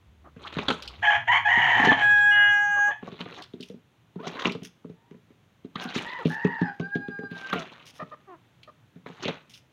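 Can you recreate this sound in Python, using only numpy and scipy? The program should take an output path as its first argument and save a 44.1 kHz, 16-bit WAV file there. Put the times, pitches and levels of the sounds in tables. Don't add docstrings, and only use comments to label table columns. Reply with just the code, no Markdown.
import sys
import numpy as np
from scipy import signal
from scipy.fft import rfft, irfft, next_fast_len
from scipy.io import wavfile
from scipy.ndimage import uniform_filter1d

SR = 44100
rng = np.random.default_rng(int(sys.argv[2]) if len(sys.argv) > 2 else 0)


def store_pcm(level_fs):
    pcm = np.round(np.clip(level_fs, -1, 1) * 32767).astype(np.int16)
    wavfile.write(sys.argv[1], SR, np.atleast_2d(pcm).T)


N = 428652
T = np.arange(N) / SR

# start_s, length_s, first_pitch_hz, middle_pitch_hz, last_pitch_hz,
# level_db, roughness (0 = clean)
SYLLABLES = [(1.018, 0.1413, 847.9, 838.4, 831.5, -21.5, 0.87), (1.269, 0.099, 821.7, 1019, 1124, -19, .88),
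             (1.443, 0.0356, 832.3, 849.6, 847.6, -18.5, 0.42),
             (1.475, 0.4576, 932, 926.4, 860.8, -20, 0.83), (1.962, .055, 845.2, 827, 835.6, -26, 0.9),
             (2.895, 0.0272, 877.3, 883, 852.9, -30.5, 0.61)]
# centre_s, half_length_s, gain_db, fundamental_gain_db
LOCKS = [(1.088, .015, 7.5, -12), (1.304, 0.011, 1.5, 1.5), (1.896, 0.011, 5.5, -12.5),
         (6.732, 0.026, 3.5, 4)]
LOCK_CLEANS, LOCK_OVERTONES_DB = .8, -9
# frequency_hz, gain_db
THROAT = [(430, -35), (600, -23.5), (700, -4), (950, -5), (1150, -10), (1450, -11.5), (1700, 0.5),
          (2230, -4), (2650, -18.5), (3070, -3), (3400, -20), (3700, -32), (5000, -46.5), (6400, -35),
          (7300, -42), (7700, -55), (15000, -62)]
# time_s, level_db
NOTE_LEVEL = [(2.015, -24), (2.045, -16), (2.1, -17), (2.22, -17), (2.3, -17), (2.54, -17.5), (2.74, -18.5),
              (2.83, -16.5)]
# pitch_multiple, gain_db
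HELD_LINES = [(1, -19), (2, 0), (3, -24), (4, -24), (5, -50), (6, -57), (7, -44), (8, -48), (9, -50),
              (10, -55)]
# pitch_multiple, gain_db
HALF_LINES = [(1.5, -12.5), (2.5, -3.5), (3.5, 1), (5.5, -35), (7.5, -27), (8.5, -39)]
# pitch_multiple, gain_db
QUARTER_LINES = [(.75, -4.5), (1.25, -5.5), (1.75, 2), (2.25, 3.5), (2.75, -21), (3.25, -8.5), (7.25, -25),
                 (7.75, -29)]
# pitch_multiple, gain_db
BEAK_COLOUR = [(1, 9.5), (2, -0.5), (4, -13), (7, 1), (7.5, 14), (8, 17), (9, 0.5)]

ATTACK_S, RELEASE_DB_PER_S = .022, 478
NOTE_S, NOTE_LENGTH_S, NOTE_HZ, SAG_HZ_PER_S = 1.985, 0.9024, 831, 13
HALVES_S, HALVES_DB, HALVES_FADE_DB_PER_S = 2.305, -31, -11.5
QUARTERS_S, QUARTERS_LENGTH_S, QUARTERS_DB = 2.345, 0.1373, -44.5
SPLIT_TREBLE_DB = -8.5
BEAK_S, BEAK_CLOSING_S, BEAK_LOSS_DB = 2.5766, .035, -5
SMEAR_RAD = .14
FLUTTER_HZ = 36.934
PULSING_DB = 2

# start_s, length_s, first_pitch_hz, middle_pitch_hz, last_pitch_hz,
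# level_db, roughness (0 = clean)
FAR_SYLLABLES = [(5.775, 0.125, 763.6, 778.6, 776, -43.5, 0.68),
                 (6.04, 0.1504, 881.4, 999.2, 968.7, -38.5, 0.61),
                 (6.29, 0.41, 820.4, 935.6, 799.5, -35, 0.783)]
# frequency_hz, gain_db
FAR_THROAT = [(500, -18.5), (800, -3), (900, -0.5), (1250, -7.5), (1600, -2.5), (1950, 1.5), (2400, -24),
              (2950, -17), (3400, -30), (4000, -38), (4850, -26.5), (5700, -45.5), (7000, -49),
              (9000, -53.5)]
# pitch_multiple, gain_db
FAR_LINES = [(1, -13), (1.5, -30), (2, -0.5), (3, -31.5), (5, -34), (6, -34)]
FAR_NOTE_S, FAR_NOTE_LENGTH_S, FAR_NOTE_DB, FAR_FADE_DB_PER_S = 6.8, 0.7472, -39.5, -6
FAR_HZ, FAR_SAG_HZ_PER_S, SCOOP_HZ, SCOOP_S = 835, 76, 87.5, 0.069
THROB_HZ, THROB_DEPTH = 10.1, 0.521

# start_s, length_s, first_pitch_hz, last_pitch_hz, level_db, roughness (0 = clean)
CLUCKS = [(.235, 0.063, 372, 350.7, -51, 1.23), (2.754, 0.0513, 607.4, 565.7, -38, 0.66),
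          (2.871, 0.0554, 616.6, 547, -37.5, 0.67), (3.36, 0.0714, 399, 343.6, -44, 1.04),
          (4.184, 0.0399, 416.3, 570.4, -45.5, .4), (4.221, 0.065, 577.3, 776.2, -40.5, 0.71),
          (4.345, 0.1126, 512.7, 545.6, -41, .9), (4.922, 0.29, 860, 1026, -68.5, 0.41),
          (6.18, 0.0612, 599.7, 361.6, -38, .4), (7.539, 0.10177, 756, 619.7, -39.5, 0.38),
          (7.988, 0.0566, 617.6, 611.7, -35.5, 0.65), (8.11, 0.0434, 622, 590.4, -41, 0.68),
          (8.264, .105, 414.8, 304.2, -46, 0.31), (8.67, 0.0381, 642, 591.5, -47.5, 0.66)]
# frequency_hz, gain_db
HEN_THROAT = [(200, -1.5), (340, 0.5), (480, -7.5), (630, -4.5), (850, -4.5), (1220, -3), (1500, -16),
              (1850, -14.5), (2150, -25), (4000, -36), (8000, -52.5)]

# start_s, relative_level_db, second_wing_lag_s (0 = both together)
BEATS = [(.362, -36.5, 0.0014), (.565, -22, 0.0218), (.684, -21.5, 0.0273), (1.571, -26, 0),
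         (1.795, -23.5, 0.0498), (1.869, -14, .01), (3.027, -31.5, 0.054), (3.121, -34.5, 0.001),
         (3.203, -30.5, 0.0538), (3.536, -29.5, 0.0636), (3.698, -33, 0.0418), (4.158, -28, 0.0412),
         (4.267, -30, 0.0052), (4.453, -22, 0.0219), (4.507, -26.5, 0), (4.548, -26, 0.0016),
         (4.618, -32, 0.0013), (4.846, -31, 0.0494), (5.11, -37, 0.0338), (5.302, -47, 0.0033),
         (5.645, -34.5, 0.00025), (5.754, -29.5, 0.00098), (5.851, -29, 0.0037), (5.958, -19, 0),
         (6.252, -11, 0), (6.446, -14.5, 0.00024), (6.613, -13.5, 0), (6.797, -20, 0.0013),
         (6.953, -17.5, 0), (7.082, -24.5, 0), (7.188, -27, 0.0448), (7.312, -30, 0.00104),
         (7.527, -21.5, 0.0272), (8.021, -32, 0), (8.957, -40.5, 0.0011), (9.059, -33.5, 0.038),
         (9.254, -22, 0.0265)]
# frequency_hz, gain_db, t60_s
THUMP_MODES = [(113, -14.5, 0.081), (175.9, -4, 0.0956), (242.5, -4, 0.062), (339.93, -9, 0.018),
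               (421.4, 1, 0.03617), (637.7, -16, .039)]
SECOND_WING_DB, FLICK_DB = -2.5, -21
# time_s, relative_level_db
SLAPS = [(0.585, -27), (0.6834, -18), (0.7024, -17.5), (3.2061, -41), (4.2662, -36.5), (4.3924, -30),
         (4.422, -35.5), (4.447, -27.5), (4.455, -23.5), (4.4697, -24.5), (4.494, -31), (5.7564, -30.5),
         (5.9573, -31.5), (6.469, -38.5), (7.5289, -20.5), (9.0615, -43), (9.2515, -32), (9.28, -21.5)]
# peak_s, relative_level_db, rise_s, fall_s (each over 20 dB)
RUSTLES = [(.48, -47, 0.085, 0.01), (.59, -44.5, 0.16, 0.5836), (1.88, -39.5, .3, 0.4967),
           (3.08, -53, 0.0564, 0.23), (3.212, -49, 0.039, 0.0421), (3.32, -49.5, 0.0675, 0.1346),
           (3.4, -48, 0.063, 0.04), (4.28, -46.5, 0.062, 0.1209), (4.36, -50, 0.059, 0.1072),
           (4.475, -43, 0.117, 0.0144), (5.81, -42.5, 0.055, 0.507), (5.98, -39.5, 0.046, 0.1383),
           (6.28, -57, 0.2293, 0.583), (7.38, -53, 0.0793, 0.8046), (7.58, -45, 0.167, 0.2093),
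           (9.1, -51.5, .04, 0.104), (9.265, -39, 0.0762, 0.12)]
# frequency_hz, gain_db
FEATHERS = [(150, 0), (400, 2.5), (750, 0), (1150, 4.5), (1700, -1), (2600, 0), (3900, -3.5), (5000, -20.5),
            (6500, -20), (8000, -35.5), (15000, -43.5)]
SNAPS_PER_S, SNAPS_DB = 160, -3

# start_s, relative_level_db
CLAWS = [(0.823, -23.5), (0.855, -39), (0.8761, -24.5), (3.4203, -29.5), (3.436, -34.5), (3.6065, -29.5),
         (3.6268, -27), (4.52, -28), (8.6313, -35), (9.5376, -35)]
# claw_pitch_multiple, gain_db
CLAW_RING = [(.7, -22), (.93, 0), (1.35, -5), (1.68, -7), (2, -20), (5, -39)]
CLAW_HZ = 2980
# start_s, relative_level_db
KNOCKS = [(1.679, -28), (1.797, -15.5), (1.837, -15.5), (1.917, -9.5), (3.027, -30), (3.076, -27),
          (3.26, -29), (4.27, -27), (4.355, -28), (4.454, -20.5), (7.531, -27.5), (9.062, -32.5)]
# frequency_hz, gain_db, t60_s
BOARD_MODES = [(267.6, -6, 0.056), (505, -1.5, 0.021), (710, -6.5, .04), (1080, -6.5, .04),
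               (1460, -13, 0.023)]
# start_s, length_s, level_db
CRACKLES = [(3.634, 0.0876, -62.5), (4.632, 0.0441, -49), (5.821, 0.0224, -49), (6.271, 0.074, -53),
            (7.347, 0.073, -65.5), (7.855, .05, -52), (7.939, 0.0462, -57), (9.495, 0.101, -57)]
# frequency_hz, gain_db
NETTING = [(1500, -7.5), (3300, 3), (4300, -8), (5200, 0.5), (6500, -3.5), (7600, -18.5), (8800, -10.5),
           (15000, -21)]

# time_s, mean_firing_rate_hz, mean_level_db
ENGINE = [(0, 72.62, -57.5), (.95, 75.85, -49), (1.08, 107.6, -50), (1.25, 113, -46), (1.9, 114.2, -42),
          (2.7, 119, -51), (3.2, 118.4, -70)]
# frequency_hz, gain_db
YARD = [(35, -32), (62, -15.5), (120, -2), (250, -12.5), (500, -20), (3500, -27.5), (5000, -40),
        (6400, -36.5), (8000, -44), (15000, -45.5)]
YARD_DB = -62
TOP_HZ = 15700


def close_rooster():
    rasp = syllables(SYLLABLES, THROAT, wobble=.038, wobble_rate=320, shimmer_db=5.5, air=3.8,
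                     overtones_db=-4.5, fundamental_db=1)
    t = T - NOTE_S
    unsteady = 1 + 0.0024 * walk(160) + 0.002064 * walk(16)
    phase = 2 * np.pi * np.cumsum((NOTE_HZ - SAG_HZ_PER_S * t) * unsteady) / SR
    hiss = undb(-36.5) * unit(colour(rng.standard_normal(N), THROAT))
    whole = (partials(phase, HELD_LINES) + hiss) * undb(curve(NOTE_LEVEL))

    since_split = T - HALVES_S
    halves_db = HALVES_DB + HALVES_FADE_DB_PER_S * np.maximum(since_split, 0) + 1.3 * walk(20)
    halves = partials(phase, HALF_LINES) * gate(since_split, NOTE_LENGTH_S) * undb(halves_db)
    quarters_gate = gate(T - QUARTERS_S, QUARTERS_LENGTH_S)
    quarters = partials(phase, QUARTER_LINES) * quarters_gate * undb(QUARTERS_DB)
    held = (whole + halves + quarters) * gate(t, NOTE_LENGTH_S) * undb(BEAK_LOSS_DB * narrowing())
    return rasp, held


def partials(phase, lines, flutter_db=0.74, wander_db=1.095):
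    out = 0
    beak = narrowing()
    split = gate(T - QUARTERS_S, QUARTERS_LENGTH_S)
    for k, db in lines:
        beak_db = beak * np.interp(k, *np.transpose(BEAK_COLOUR))
        split_db = SPLIT_TREBLE_DB * split * np.clip((k - 3) / 2, 0, 1)
        waver_db = flutter_db * k * np.tanh(walk(26)) + wander_db * max(k - 2, 0) * np.tanh(walk(12))
        smear = SMEAR_RAD * max(k - 4, 0) * walk(110)
        out = out + np.sqrt(2) * np.sin(k * phase + smear) * undb(db + beak_db + split_db + waver_db)
    return out


def narrowing():
    return .5 + .5 * np.tanh((T - BEAK_S) / (2 * BEAK_CLOSING_S))


def syllables(rows, throat, overtones_db, fundamental_db, **membranes):
    out = np.zeros(N)
    at, half, gain_db, low_db = np.transpose(LOCKS)
    for s, length, first_hz, middle_hz, last_hz, db, rough in rows:
        t = T[:int(length * SR) + SR // 6]
        along = np.minimum(t / length, 1)
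        arch = np.polyfit([0, .5, 1], [first_hz, middle_hz, last_hz], 2)
        hz = np.polyval(arch, along)
        locks = np.exp(-((s + t[:, None] - at) / half) ** 4)
        lock = locks.sum(axis=1)
        voice = syrinx(hz, rough * (1 - LOCK_CLEANS * lock), throat,
                       overtones_db=overtones_db + LOCK_OVERTONES_DB * lock,
                       fundamental_db=fundamental_db + locks @ low_db, **membranes)
        add(out, s, voice * gate(t, length) * undb(db + locks @ gain_db))
    return out


def syrinx(hz, rough, throat, wobble, wobble_rate, shimmer_db, air, overtones_db, fundamental_db,
           lower=.83, lower_octave_db=-12):
    n = len(hz)
    cycle = 2 * np.pi * np.cumsum(FLUTTER_HZ * (1 + .14 * walk(70, n))) / SR
    stumble = wobble * rough * (walk(wobble_rate, n) + 1.3 * np.sin(2 * cycle))
    phase = 2 * np.pi * np.cumsum(hz * (1 + stumble)) / SR
    turn = np.minimum(rough, 1) * (.5 + .5 * np.sin(cycle))
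    low = ((1 - turn) * np.sin(phase) + turn * np.sin(lower * phase)) * undb(fundamental_db)
    octave = turn * np.sin(2 * lower * phase) * undb(lower_octave_db)
    upper = 0
    for k in range(2, 10):
        shimmer = shimmer_db * rough * walk(wobble_rate, n)
        swell_db = 2.0 * walk(14, n)
        upper = upper + np.sin(k * phase) * undb(overtones_db * (k > 2) + shimmer + swell_db)
    puffs = air * rough * (.5 + turn) * rough * rng.standard_normal(n)
    voice = colour(low + octave + upper + puffs, throat)
    return even(voice) * undb(PULSING_DB * rough * np.cos(2 * cycle))


def gate(t, length):
    attack = np.sin(np.pi / 2 * np.clip(t / ATTACK_S, 0, 1)) ** 2
    return attack * undb(-RELEASE_DB_PER_S * np.maximum(t - length, 0))


def far_rooster():
    out = syllables(FAR_SYLLABLES, FAR_THROAT, wobble=0.0246, wobble_rate=270, shimmer_db=6.5, air=2.5,
                    overtones_db=-2.5, fundamental_db=2.5, lower=.925, lower_octave_db=5)
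    t = T[:SR]
    hz = FAR_HZ - FAR_SAG_HZ_PER_S * t - SCOOP_HZ * np.exp(-t / SCOOP_S)
    phase = 2 * np.pi * np.cumsum(hz * (1 + 0.0042 * walk(200, len(t)))) / SR
    note = sum(np.sqrt(2) * np.sin(k * phase) * undb(db + 4.5 * walk(35, len(t))) for k, db in FAR_LINES)
    throb = np.abs(1 - THROB_DEPTH * np.exp(2j * np.pi * THROB_HZ * t))
    level = undb(FAR_NOTE_DB + FAR_FADE_DB_PER_S * t)
    add(out, FAR_NOTE_S, note * gate(t, FAR_NOTE_LENGTH_S) * throb * level)
    return out


def hens():
    out = np.zeros(N)
    for s, length, first_hz, last_hz, db, rough in CLUCKS:
        n = int(length * SR)
        glide = np.linspace(first_hz, last_hz, n)
        voice = syrinx(glide, np.full(n, rough), HEN_THROAT, wobble=0.0524, wobble_rate=400,
                       shimmer_db=5.5, air=2.6, overtones_db=-0.5, fundamental_db=0)
        add(out, s, undb(db) * voice * signal.windows.tukey(n, .6))
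    return out


def thumps():
    out, t = np.zeros(N), T[:SR // 4]
    for s, db in strokes():
        ring = modes(THUMP_MODES, t, gain_spread_db=2.2, pitch_spread=.045, delay=.005)
        ring = ring * np.sin(np.pi / 2 * np.minimum(t / 0.00713, 1)) ** 2
        puff = undb(db + 2.5) * ring / np.abs(ring).max()
        add(out, s, puff + undb(-8.5) * pen(puff, t60=0.2023))
    return signal.sosfilt(signal.butter(3, 130, "high", fs=SR, output="sos"), out)


def strokes():
    first = [(s, db) for s, db, lag in BEATS]
    second = [(s + lag, db + SECOND_WING_DB) for s, db, lag in BEATS if lag > 0]
    return first + second


def modes(rows, t, gain_spread_db, pitch_spread, delay=0):
    ring = 0
    for (hz, gain, t60), c in zip(rows, rng.standard_normal((len(rows), 2))):
        decay = undb(gain + gain_spread_db * c[0] - 60 * t / t60)
        ring = ring + decay * np.sin(2 * np.pi * hz * (1 + pitch_spread * c[1]) * (t - delay))
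    return ring


def feathers():
    bouts = 0
    for s, db, rise, fall in RUSTLES:
        drop = np.where(T < s, ((s - T) / rise) ** 2, (T - s) / fall)
        bouts = bouts + undb(db - 20 * drop)
    force, t = bouts * undb(3.2 * walk(90)), T[:SR // 6]
    flicks = [(s, db + FLICK_DB) for s, db in strokes()]
    for s, db in SLAPS + flicks:
        add(force, s - .001, undb(db - 2 - 60 * t / 0.061) * np.minimum(t / 0.0023, 1))
    barbs = 0
    edges = np.geomspace(120, 16000, 13)
    for band in zip(edges, edges[1:]):
        crackle = rng.standard_normal(N) * undb(4.6 * walk(380))
        band_filter = signal.butter(2, band, "band", fs=SR, output="sos")
        barbs = barbs + signal.sosfilt(band_filter, crackle) * undb(7.3 * walk(70))
    brushing = even(colour(barbs, FEATHERS)) * undb(2 + 3 * walk(500)) * force
    snaps = (rng.random(N) < SNAPS_PER_S / SR) * rng.standard_normal(N)
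    return brushing + unit(colour(snaps, FEATHERS)) * bouts * undb(SNAPS_DB)


def claws():
    out, t = np.zeros(N), T[:SR // 6]
    for s, db in CLAWS:
        hz = CLAW_HZ * (1 + .05 * rng.standard_normal())
        grit = rng.standard_normal(len(t)) * undb(3.5 * walk(500, len(t)))
        ring = colour(grit, [(multiple * hz, gain) for multiple, gain in CLAW_RING])
        add(out, s, unit(ring) * undb(db - 8.5 - 60 * t / 0.055) * np.minimum(t / 0.001, 1))
    return out


def knocks():
    out, t = np.zeros(N), T[:SR // 6]
    for s, db in KNOCKS:
        ring = modes(BOARD_MODES, t, gain_spread_db=2.5, pitch_spread=.07)
        add(out, s, undb(db) * ring * np.minimum(t / 0.0014, 1))
    return out


def netting():
    out = np.zeros(N)
    for s, length, db in CRACKLES:
        t = T[:int(length * SR) + SR // 20]
        ticks = rng.standard_normal(len(t)) * undb(5.9 * walk(450, len(t)))
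        ticks = unit(colour(ticks, NETTING))
        add(out, s, ticks * undb(db - 1500 * np.maximum(t - length, 0)))
    return out


def engine():
    phase = 2 * np.pi * np.cumsum(curve(ENGINE) * (1 + 0.18 * walk(49))) / SR
    hum = np.sin(phase) + undb(-14.5) * np.sin(2 * phase)
    return hum * loudness(ENGINE, axis=2) * undb(4 * walk(30))


def yard():
    return unit(colour(rng.standard_normal(N), YARD)) * undb(YARD_DB + 0.52 * walk(3.2))


def pen(x, t60=0.28):
    t = T[:SR // 2]
    tail = colour(rng.standard_normal(len(t)), [(100, 0.0), (3000, 1.5), (7000, -0.5), (15000, -7.5)])
    tail *= undb(-60 * t / t60) * (t > .005)
    return signal.fftconvolve(x, tail / np.sqrt(np.sum(tail ** 2)))[:len(x)]


def undb(db):
    return 10 ** (np.asarray(db) / 20)


def unit(x):
    return x / np.sqrt(np.mean(x ** 2))


def even(x):
    return x / np.sqrt(uniform_filter1d(x ** 2, size=500) + 1e-9)


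def curve(rows, axis=1):
    rows = np.array(rows)
    return np.interp(T, rows[:, 0], rows[:, axis])


def loudness(rows, axis=1):
    inside = (T >= rows[0][0]) & (T <= rows[-1][0])
    return undb(curve(rows, axis=axis)) * uniform_filter1d(1. * inside, size=400)


def response(hz, spectrum):
    f, db = np.transpose(spectrum)
    return undb(np.interp(np.log(hz + 1), np.log(f), db))


def colour(x, spectrum):
    n = next_fast_len(len(x))
    hz = np.arange(n // 2 + 1) * SR / n
    bass_fall = np.minimum(hz / spectrum[0][0], 1) ** 2
    return irfft(rfft(x, n) * response(hz, spectrum) * bass_fall, n)[:len(x)]


def walk(rate, n=N):
    return np.interp(np.arange(n) * rate / SR, np.arange(n // 8), rng.standard_normal(n // 8))


def add(out, s, x):
    i = max(int(s * SR), 0)
    out[i:i + len(x)] += x[:N - i]


def scene():
    rasp, held = close_rooster()
    far, clucks = far_rooster(), hens()
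    scratch = feathers() + claws() + netting() + knocks()
    wet = undb(-9.0) * rasp + undb(-16) * held + undb(-10) * far
    wet = wet + undb(-18) * clucks + undb(-14.5) * scratch
    birds = rasp + held + far + clucks + thumps() + scratch
    return (birds + pen(wet) + engine() + yard())[None]


def record(dry):
    return signal.sosfilt(signal.ellip(8, .2, 70, TOP_HZ, fs=SR, output="sos"), dry)


dry = scene()
out = record(dry)
store_pcm(out)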